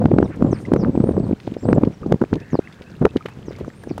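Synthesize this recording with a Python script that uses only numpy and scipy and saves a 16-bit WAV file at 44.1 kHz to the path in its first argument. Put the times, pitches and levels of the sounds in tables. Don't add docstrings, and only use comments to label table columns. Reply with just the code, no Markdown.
import sys
import numpy as np
from scipy import signal
from scipy.fft import rfft, irfft
from scipy.io import wavfile
from scipy.ndimage import map_coordinates

SR = 44100
rng = np.random.default_rng(int(sys.argv[2]) if len(sys.argv) > 2 else 0)


def waveform_to_disk(signal):
    frames = np.transpose(np.atleast_2d(signal))
    scaled = np.clip(frames, -1, 1) * 32767
    samples = np.round(scaled).astype(np.int16)
    wavfile.write(sys.argv[1], SR, samples)


N = 176400
T = np.arange(N) / SR

# (frequency [Hz], relative density [dB])
TURBULENCE_SPECTRUM = [(15, -27), (30, -18), (60, -7), (110, 1.5), (200, -0.5), (320, -8), (480, -10.5),
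                       (700, -22.5), (1000, -30), (2000, -56), (4000, -67), (9000, -88)]
# (frequency [Hz], relative density [dB])
CRACK_SPECTRUM = [(200, -14.5), (500, 18.5), (900, 3.5), (1500, -8.5), (3000, -29), (6000, -39.5),
                  (15000, -48.5)]


def amp(db):
    return 10 ** (np.asarray(db) / 20)


def unit(x):
    return x / np.sqrt(np.mean(x ** 2) + 1e-20)


def gain_at(spectrum, hz):
    f, db = np.transpose(spectrum)
    return amp(np.interp(np.log(hz + 1), np.log(f + 1), db))


def noise(gain, size=N):
    return unit(irfft(rfft(rng.standard_normal(size)) * gain(np.fft.rfftfreq(size, 1 / SR)), size))


def drift(hz, size=N):
    return noise(lambda f: 1 / (1 + (f / hz) ** 4), size)


def band(f, hz, octaves):
    return np.exp(-.5 * (np.log2((f + 1) / hz) / octaves) ** 2)


def add(mix, start, sound):
    at = round(start * SR)
    sound = sound[max(-at, 0):]
    part = mix[max(at, 0):][:len(sound)]
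    part += sound[:len(part)]


def gate(start, end, rise_s=.00505, fall_s=.009):
    return np.exp(-np.maximum(start - T, 0) / rise_s - np.maximum(T - end, 0) / fall_s)


def ring_down(t, decay_s, rise_s=.00053):
    return (1 - np.exp(-t / rise_s)) * np.exp(-t / decay_s)


def wind():
    # (start [s], end [s], level [dB])
    gusts = [(0, 0.027, -17), (.03, 0.264, -21), (.255, 0.311, -27), (0.347, .40, -27.5),
             (0.413, 0.514, -21), (0.546, .68, -32.5), (0.684, 0.905, -21.5), (.91, 1.333, -24),
             (1.448, 1.583, -38.5), (1.632, 1.68, -26), (1.685, 1.79, -17), (1.812, 1.88, -19),
             (1.868, 1.926, -32), (2.019, 2.1, -29.5), (2.1, 2.153, -22.5), (2.213, 2.241, -29),
             (2.316, 2.366, -22), (2.41, 2.419, -28.5), (2.524, 2.56, -30.5), (2.904, 2.963, -40),
             (3.016, 3.06, -16), (3.114, 3.15, -36.5), (3.155, 3.163, -22), (3.36, 3.677, -39.5),
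             (3.861, 3.989, -38.5), (3.992, 4.021, -21)]
    lull_db, lump_db, sputter_db = -45.5, 3.6, -41.5
    gust = np.max([amp(db) * gate(start, end) for start, end, db in gusts], 0) + amp(lull_db)
    lumps = unit(amp(lump_db * np.clip(drift(hz=60), -2.5, 1.5)))
    force = gust * lumps
    speed = (unit(force) + .11) ** .08
    eddies = noise(lambda f: gain_at(TURBULENCE_SPECTRUM, f))
    rumble = force * map_coordinates(eddies, [np.cumsum(speed)], order=3, mode="wrap")
    sputter = amp(sputter_db) * unit(force ** 2.3) * noise(lambda f: gain_at(CRACK_SPECTRUM, f))
    return rumble + sputter


def river():
    # (frequency [Hz], relative density [dB])
    wash_spectrum = [(20, -9.5), (150, 9), (400, -3.5), (900, -9.5), (1600, -12.5), (3000, -19),
                     (5000, -23), (8000, -28.5), (10500, -36), (15500, -38.5)]
    # (frequency [Hz], relative level [dB])
    drop_spectrum = [(700, -8.5), (1800, 0), (4500, -6), (8000, -13), (14000, -17.5)]
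    drops_per_s, spread_db, decay_cycles = 300, 5, 2.5
    wash_db, swell_db, drops_db = -46.5, .8, -57.5
    drops, t = np.zeros(N), np.arange(1024) / SR
    pitches = np.geomspace(800, 13000, num=24)
    for hz in pitches:
        hits = rng.random(N) < drops_per_s / len(pitches) / SR
        strength = amp(spread_db * np.minimum(rng.exponential(1, N), 3.5))
        ring = np.sin(2 * np.pi * hz * t) * np.exp(-t * hz / decay_cycles)
        drops += gain_at(drop_spectrum, hz) * signal.oaconvolve(hits * strength, ring)[:N]
    wash = noise(lambda f: gain_at(wash_spectrum, f)) * amp(wash_db - swell_db * drift(hz=22))
    return wash + amp(drops_db) * unit(drops)


def buffets():
    # (time [s], relative level [dB], nominal length [s], nominal pitch [Hz], relative crack level [dB])
    eddies = [(0.042, -7, 0.0034, 234.2, -33), (0.058, -1.5, 0.0054, 264.1, -30),
              (0.117, -15.5, 0.013, 340.5, -27.5), (0.14, -7.5, 0.0063, 259.5, -37),
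              (0.165, -8.5, 0.0045, 215.7, -56.5), (0.186, -4.5, 0.005, 320.1, -25.5),
              (0.203, -8, 0.0022, 362, -52), (0.228, -7, 0.0045, 372.2, -29),
              (0.407, -23, 0.006, 330.7, -47), (0.425, -7.5, 0.0047, 265.2, -28.5),
              (0.448, -12, 0.006, 288, -40), (0.53, -9, 0.0049, 385.4, -30.5),
              (0.72, -7.5, 0.0032, 276, -33), (0.737, -8.5, 0.0058, 321.9, -24.5),
              (0.763, -14, 0.0045, 378.5, -31), (0.831, -18, 0.0047, 257, -42.5),
              (0.837, -9.5, 0.0033, 254.3, -42), (0.884, -7.5, 0.0033, 256, -65),
              (0.896, -12, 0.0045, 308.6, -47), (0.954, -18, 0.0051, 291.5, -37),
              (0.977, -7.5, 0.0026, 254.3, -49), (1.004, -8.5, 0.0041, 250, -37),
              (1.041, -11.5, 0.0047, 393.5, -30), (1.073, -13, 0.0029, 246, -40.5),
              (1.092, -11, 0.0049, 341, -33), (1.113, -16, 0.0052, 246.6, -48),
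              (1.168, -12.5, 0.005, 233, -32.5), (1.18, -12.5, 0.005, 344.4, -36),
              (1.202, -11, 0.0039, 250, -58), (1.241, -18, 0.006, 200, -58),
              (1.268, -22, 0.0039, 152.5, -49), (1.313, -10.5, 0.0036, 335, -44),
              (1.331, -13, 0.0052, 214, -54), (1.477, -16.5, 0.0037, 301.3, -38),
              (1.521, -18.5, 0.0027, 261, -62), (1.568, -22.5, 0.0029, 327.3, -40.5),
              (1.655, -18.5, 0.0068, 220, -33.5), (1.689, -9.5, 0.004, 246, -35.5),
              (1.73, -6, 0.0038, 305.2, -26.5), (1.764, -16, 0.0041, 485, -45),
              (1.782, -9, 0.0065, 260, -30), (1.836, -5, 0.0039, 280.7, -32),
              (1.874, -14, 0.0048, 255.6, -44), (2.063, -10, 0.0027, 322.6, -53),
              (2.124, -5, 0.0034, 419.1, -20), (2.143, -10.5, 0.0038, 220.6, -51),
              (2.217, -7.5, 0.0036, 288.6, -34), (2.224, -10, 0.0033, 359, -37),
              (2.24, -18.5, 0.0039, 332.7, -36), (2.331, -12.5, 0.0032, 273, -32.5),
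              (2.367, -19, 0.0055, 277.6, -47.5), (2.533, -11, 0.0038, 222.8, -50),
              (2.544, -12.5, 0.0028, 254.3, -38), (2.554, -15, 0.0031, 314, -31),
              (2.592, -10.5, 0.0027, 390.6, -45), (2.813, -24.5, 0.0037, 233.7, -59),
              (3.025, -11, 0.0052, 221.4, -60), (3.054, -4, 0.0058, 414.1, -18.5),
              (3.066, -23, 0.008, 546, -29.5), (3.162, -9, 0.0047, 292, -42),
              (3.259, -25, 0.0043, 448.7, -48), (3.484, -23.5, 0.0022, 396, -44),
              (3.51, -31.5, 0.0031, 383, -44), (3.612, -26, 0.0072, 400.6, -47),
              (3.681, -21.5, 0.0024, 298, -46), (3.874, -21.5, 0.0033, 339, -56),
              (3.912, -19, 0.0064, 294.8, -39.5)]
    roughness, crack_width_s = .6, .00091
    out, t = np.zeros(N), np.arange(-2048, 2048) / SR
    core = np.exp(-.5 * (t / crack_width_s) ** 2)
    core_rms = np.sqrt(np.mean(core ** 2))
    for time, db, length, hz, crack_db in eddies:
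        envelope = 1 / np.cosh(np.clip(t / (.439 * length), -20, 20))
        pitch = hz * (1 + .5 * (envelope ** 2 - .7))
        cycles = np.cumsum(pitch) / SR + rng.random()
        turbulence = noise(lambda f: gain_at(TURBULENCE_SPECTRUM, f), len(t))
        swing = np.sqrt(2) * np.sin(2 * np.pi * cycles) + roughness * turbulence
        crack = core_rms * unit(core * noise(lambda f: gain_at(CRACK_SPECTRUM, f), len(t)))
        add(out, time + t[0], amp(db + 1.5) * envelope * swing + amp(crack_db + 17) * crack)
    return signal.sosfilt(signal.butter(2, 60, "highpass", fs=SR, output="sos"), out)


def snaps():
    # (time [s], peak level [dB])
    breaks = [(.0575, -32), (.186, -19), (.738, -18), (1.0415, -30), (2.124, -18), (3.054, -22)]
    # (frequency [Hz], relative density [dB])
    spectrum = [(500, -20.5), (1500, -2), (3000, -5.5), (6000, -9.5), (10000, -13), (15500, -36)]
    out, size = np.zeros(N), 256
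    spike = np.roll(irfft(gain_at(spectrum, np.fft.rfftfreq(size, 1 / SR))), size // 2)
    for time, db in breaks:
        add(out, time - size / 2 / SR, amp(db) * spike / spike.max())
    return out


def bird_note(hz, db, waver_depth=.005, flutter_db=2.5):
    waver = 1 + waver_depth * drift(hz=150, size=16384)[:len(hz)]
    flutter = flutter_db * drift(hz=70, size=16384)[:len(hz)]
    envelope = np.sqrt(2 * abs(np.sin(np.linspace(0, np.pi, len(hz)))))
    return amp(db + flutter) * envelope * np.sin(2 * np.pi * np.cumsum(hz * waver) / SR)


def whistles():
    # (start [s], length [s], low pitch [Hz], top pitch [Hz], mid-climb [fraction], level [dB])
    calls = [(0.128, 0.19, 7950, 8730, 0.63, -65.5), (0.411, 0.26, 7420, 8800, 0.41, -62),
             (0.916, 0.23, 7900, 9070, 0.57, -59), (1.125, 0.18, 7950, 9300, 0.84, -62),
             (1.579, 0.16, 7370, 8550, .52, -56.5), (3.671, 0.23, 7300, 9030, 0.33, -65)]
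    climb_share, swell_db, drop_s, drop_hz = .15, 4.5, .033, 1670
    vibrato_depth_hz, vibrato_rate_hz = 90, 11
    out = np.zeros(N)
    for start, length, low, top, mid_climb, db in calls:
        progress = np.linspace(0, 1, round(length * SR))
        climb = .5 + .5 * np.tanh((progress - mid_climb) / climb_share)
        drop = np.maximum(1 - (1 - progress) * length / drop_s, 0) ** 2
        vibrato = vibrato_depth_hz * np.sin(2 * np.pi * vibrato_rate_hz * (progress - mid_climb) * length)
        pitch = low + (top - low) * climb + vibrato - drop_hz * drop
        add(out, start, bird_note(pitch, db + swell_db * (climb - 1)))
    return out


def swoops():
    # (start [s], length [s], first pitch [Hz], last pitch [Hz], level [dB])
    chirps = [(0.233, 0.032, 6330, 4770, -54), (0.249, 0.022, 4140, 3350, -53.5),
              (0.507, 0.043, 7000, 4420, -49.5), (0.523, 0.047, 6400, 4090, -51),
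              (.755, 0.1, 7170, 3680, -56), (0.793, 0.053, 6750, 4000, -50),
              (1.135, 0.022, 7150, 5130, -65), (1.177, 0.023, 5900, 4100, -60.5),
              (1.222, 0.044, 4966, 3880, -57.5), (1.572, 0.039, 4700, 6080, -57),
              (1.623, 0.041, 6370, 3770, -56), (1.741, 0.019, 8700, 6700, -54),
              (1.927, 0.031, 6250, 5260, -57.5), (1.984, .025, 6200, 4970, -65),
              (2.491, .115, 7560, 3320, -52.5), (3.448, 0.069, 7240, 4110, -55.5),
              (3.476, 0.044, 6550, 4653, -64), (3.663, 0.043, 6510, 5140, -64),
              (3.882, 0.027, 7040, 3900, -52), (3.892, 0.045, 6700, 3780, -55)]
    out = np.zeros(N)
    for start, length, first, last, db in chirps:
        progress = np.linspace(0, 1, round(length * SR))
        pitch = first * (last / first) ** progress
        add(out, start, bird_note(pitch, db) * np.sin(np.pi * progress))
    return out


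def plops():
    # (time [s], peak level [dB], pitch [Hz], decay time [s])
    bubbles = [(.278, -40.5, 2110, .002), (0.652, -31, 2033, 0.0045), (.848, -17, 1301, 0.00071),
               (2.032, -30, 1214, 0.0044), (2.674, -29, 2030, 0.0013), (3.208, -32.5, 1250, 0.0067),
               (3.553, -35.5, 2210, 0.0012), (3.647, -29.5, 1212, 0.001), (3.838, -33.5, 1663, 0.0019)]
    out, t = np.zeros(N), np.arange(4096) / SR
    for time, db, hz, decay_s in bubbles:
        envelope = ring_down(t, decay_s)
        tone = np.sin(2 * np.pi * hz * t * (1 + .67 * t))
        add(out, time, amp(db) * envelope / envelope.max() * tone)
    return out


def swishes():
    # (middle [s], Gaussian width [s], centre frequency [Hz], level [dB])
    ripples = [(0.334, 0.018, 1500, -43.5), (0.562, 0.026, 1400, -47), (0.615, 0.015, 6500, -57.5),
               (1.455, 0.024, 4000, -60), (3.565, 0.067, 1800, -55.5)]
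    out = np.zeros(N)
    for middle, width, hz, db in ripples:
        envelope = np.exp(-.5 * ((T - middle) / width) ** 2)
        out += amp(db) * envelope * noise(lambda f: band(f, hz, octaves=.57))
    return out


def slaps():
    # (time [s], relative level [dB], decay time [s], centre frequency [Hz])
    impacts = [(0.359, -45, 0.0049, 5500), (0.652, -45.5, 0.011, 3960), (1.400, -31.5, 0.0045, 2142),
               (1.468, -38, 0.019, 2380), (1.539, -33.5, 0.0062, 2080), (1.849, -33.5, 0.0055, 2370),
               (2.336, -28, 0.0052, 2600), (2.355, -29.5, 0.0025, 3000), (2.4, -39, 0.0069, 3020),
               (2.725, -38, 0.0073, 2340), (2.82, -31.5, 0.0044, 2167), (3.168, -20, 0.0034, 2250),
               (3.258, -21.5, 0.0065, 1590), (3.284, -28, 0.0086, 1200), (3.515, -25, 0.0015, 990),
               (3.523, -29, 0.0013, 2200), (3.530, -32, 0.0025, 2000), (3.562, -39.5, 0.0043, 4140),
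               (3.585, -30.5, 0.0099, 605), (3.599, -39.5, 0.01, 2150), (3.835, -26, 0.0044, 546),
               (3.979, -15, 0.0029, 554.8)]
    spray_db, spray_top_hz = -23, 8000
    out, t = np.zeros(N), np.arange(4096) / SR
    for time, db, decay_s, hz in impacts:
        splash = noise(
            lambda f: band(f, hz, octaves=.69) + amp(spray_db) / (1 + (f / spray_top_hz) ** 2), len(t))
        add(out, time, .5 * amp(db) * ring_down(t, decay_s) * splash)
    return out


def rasps():
    # (start [s], end [s], centre frequency [Hz], level [dB])
    stretches = [(2.38, 2.555, 1790, -52.5), (2.6, 2.951, 1550, -58)]
    return sum(amp(db) * gate(start, end) * noise(lambda f: band(f, hz, octaves=.16))
               for start, end, hz, db in stretches)


def peeps(start_s=2.415, period_s=.222, length_s=.03):
    out = np.zeros(N)
    pitch_hz = np.linspace(2450, 2780, round(length_s * SR))
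    for k in range(5):
        add(out, start_s + k * period_s, bird_note(pitch_hz, db=-53.5))
    return out


def reed_scatter(calls, echo_db=-10, t60_s=.12):
    tail = rng.standard_normal(SR // 2) * np.exp(-np.log(1000) * T[:SR // 2] / t60_s)
    return calls + amp(echo_db) * signal.oaconvolve(calls, tail / np.linalg.norm(tail))[:N]


def scene():
    air = buffets() + wind() + snaps()
    water = river() + plops() + swishes() + slaps()
    birds = reed_scatter(whistles() + swoops() + rasps() + peeps())
    return (air + water + birds)[None]


def record(dry, ceiling=.72, knee=12, cutoff_hz=15850):
    clipped = dry / (1 + abs(dry / ceiling) ** knee) ** (1 / knee)
    low_pass = signal.firwin(511, cutoff_hz, window=("kaiser", 9), fs=SR)
    return signal.oaconvolve(clipped, low_pass[None], "same")


dry = scene()
out = record(dry)
waveform_to_disk(out)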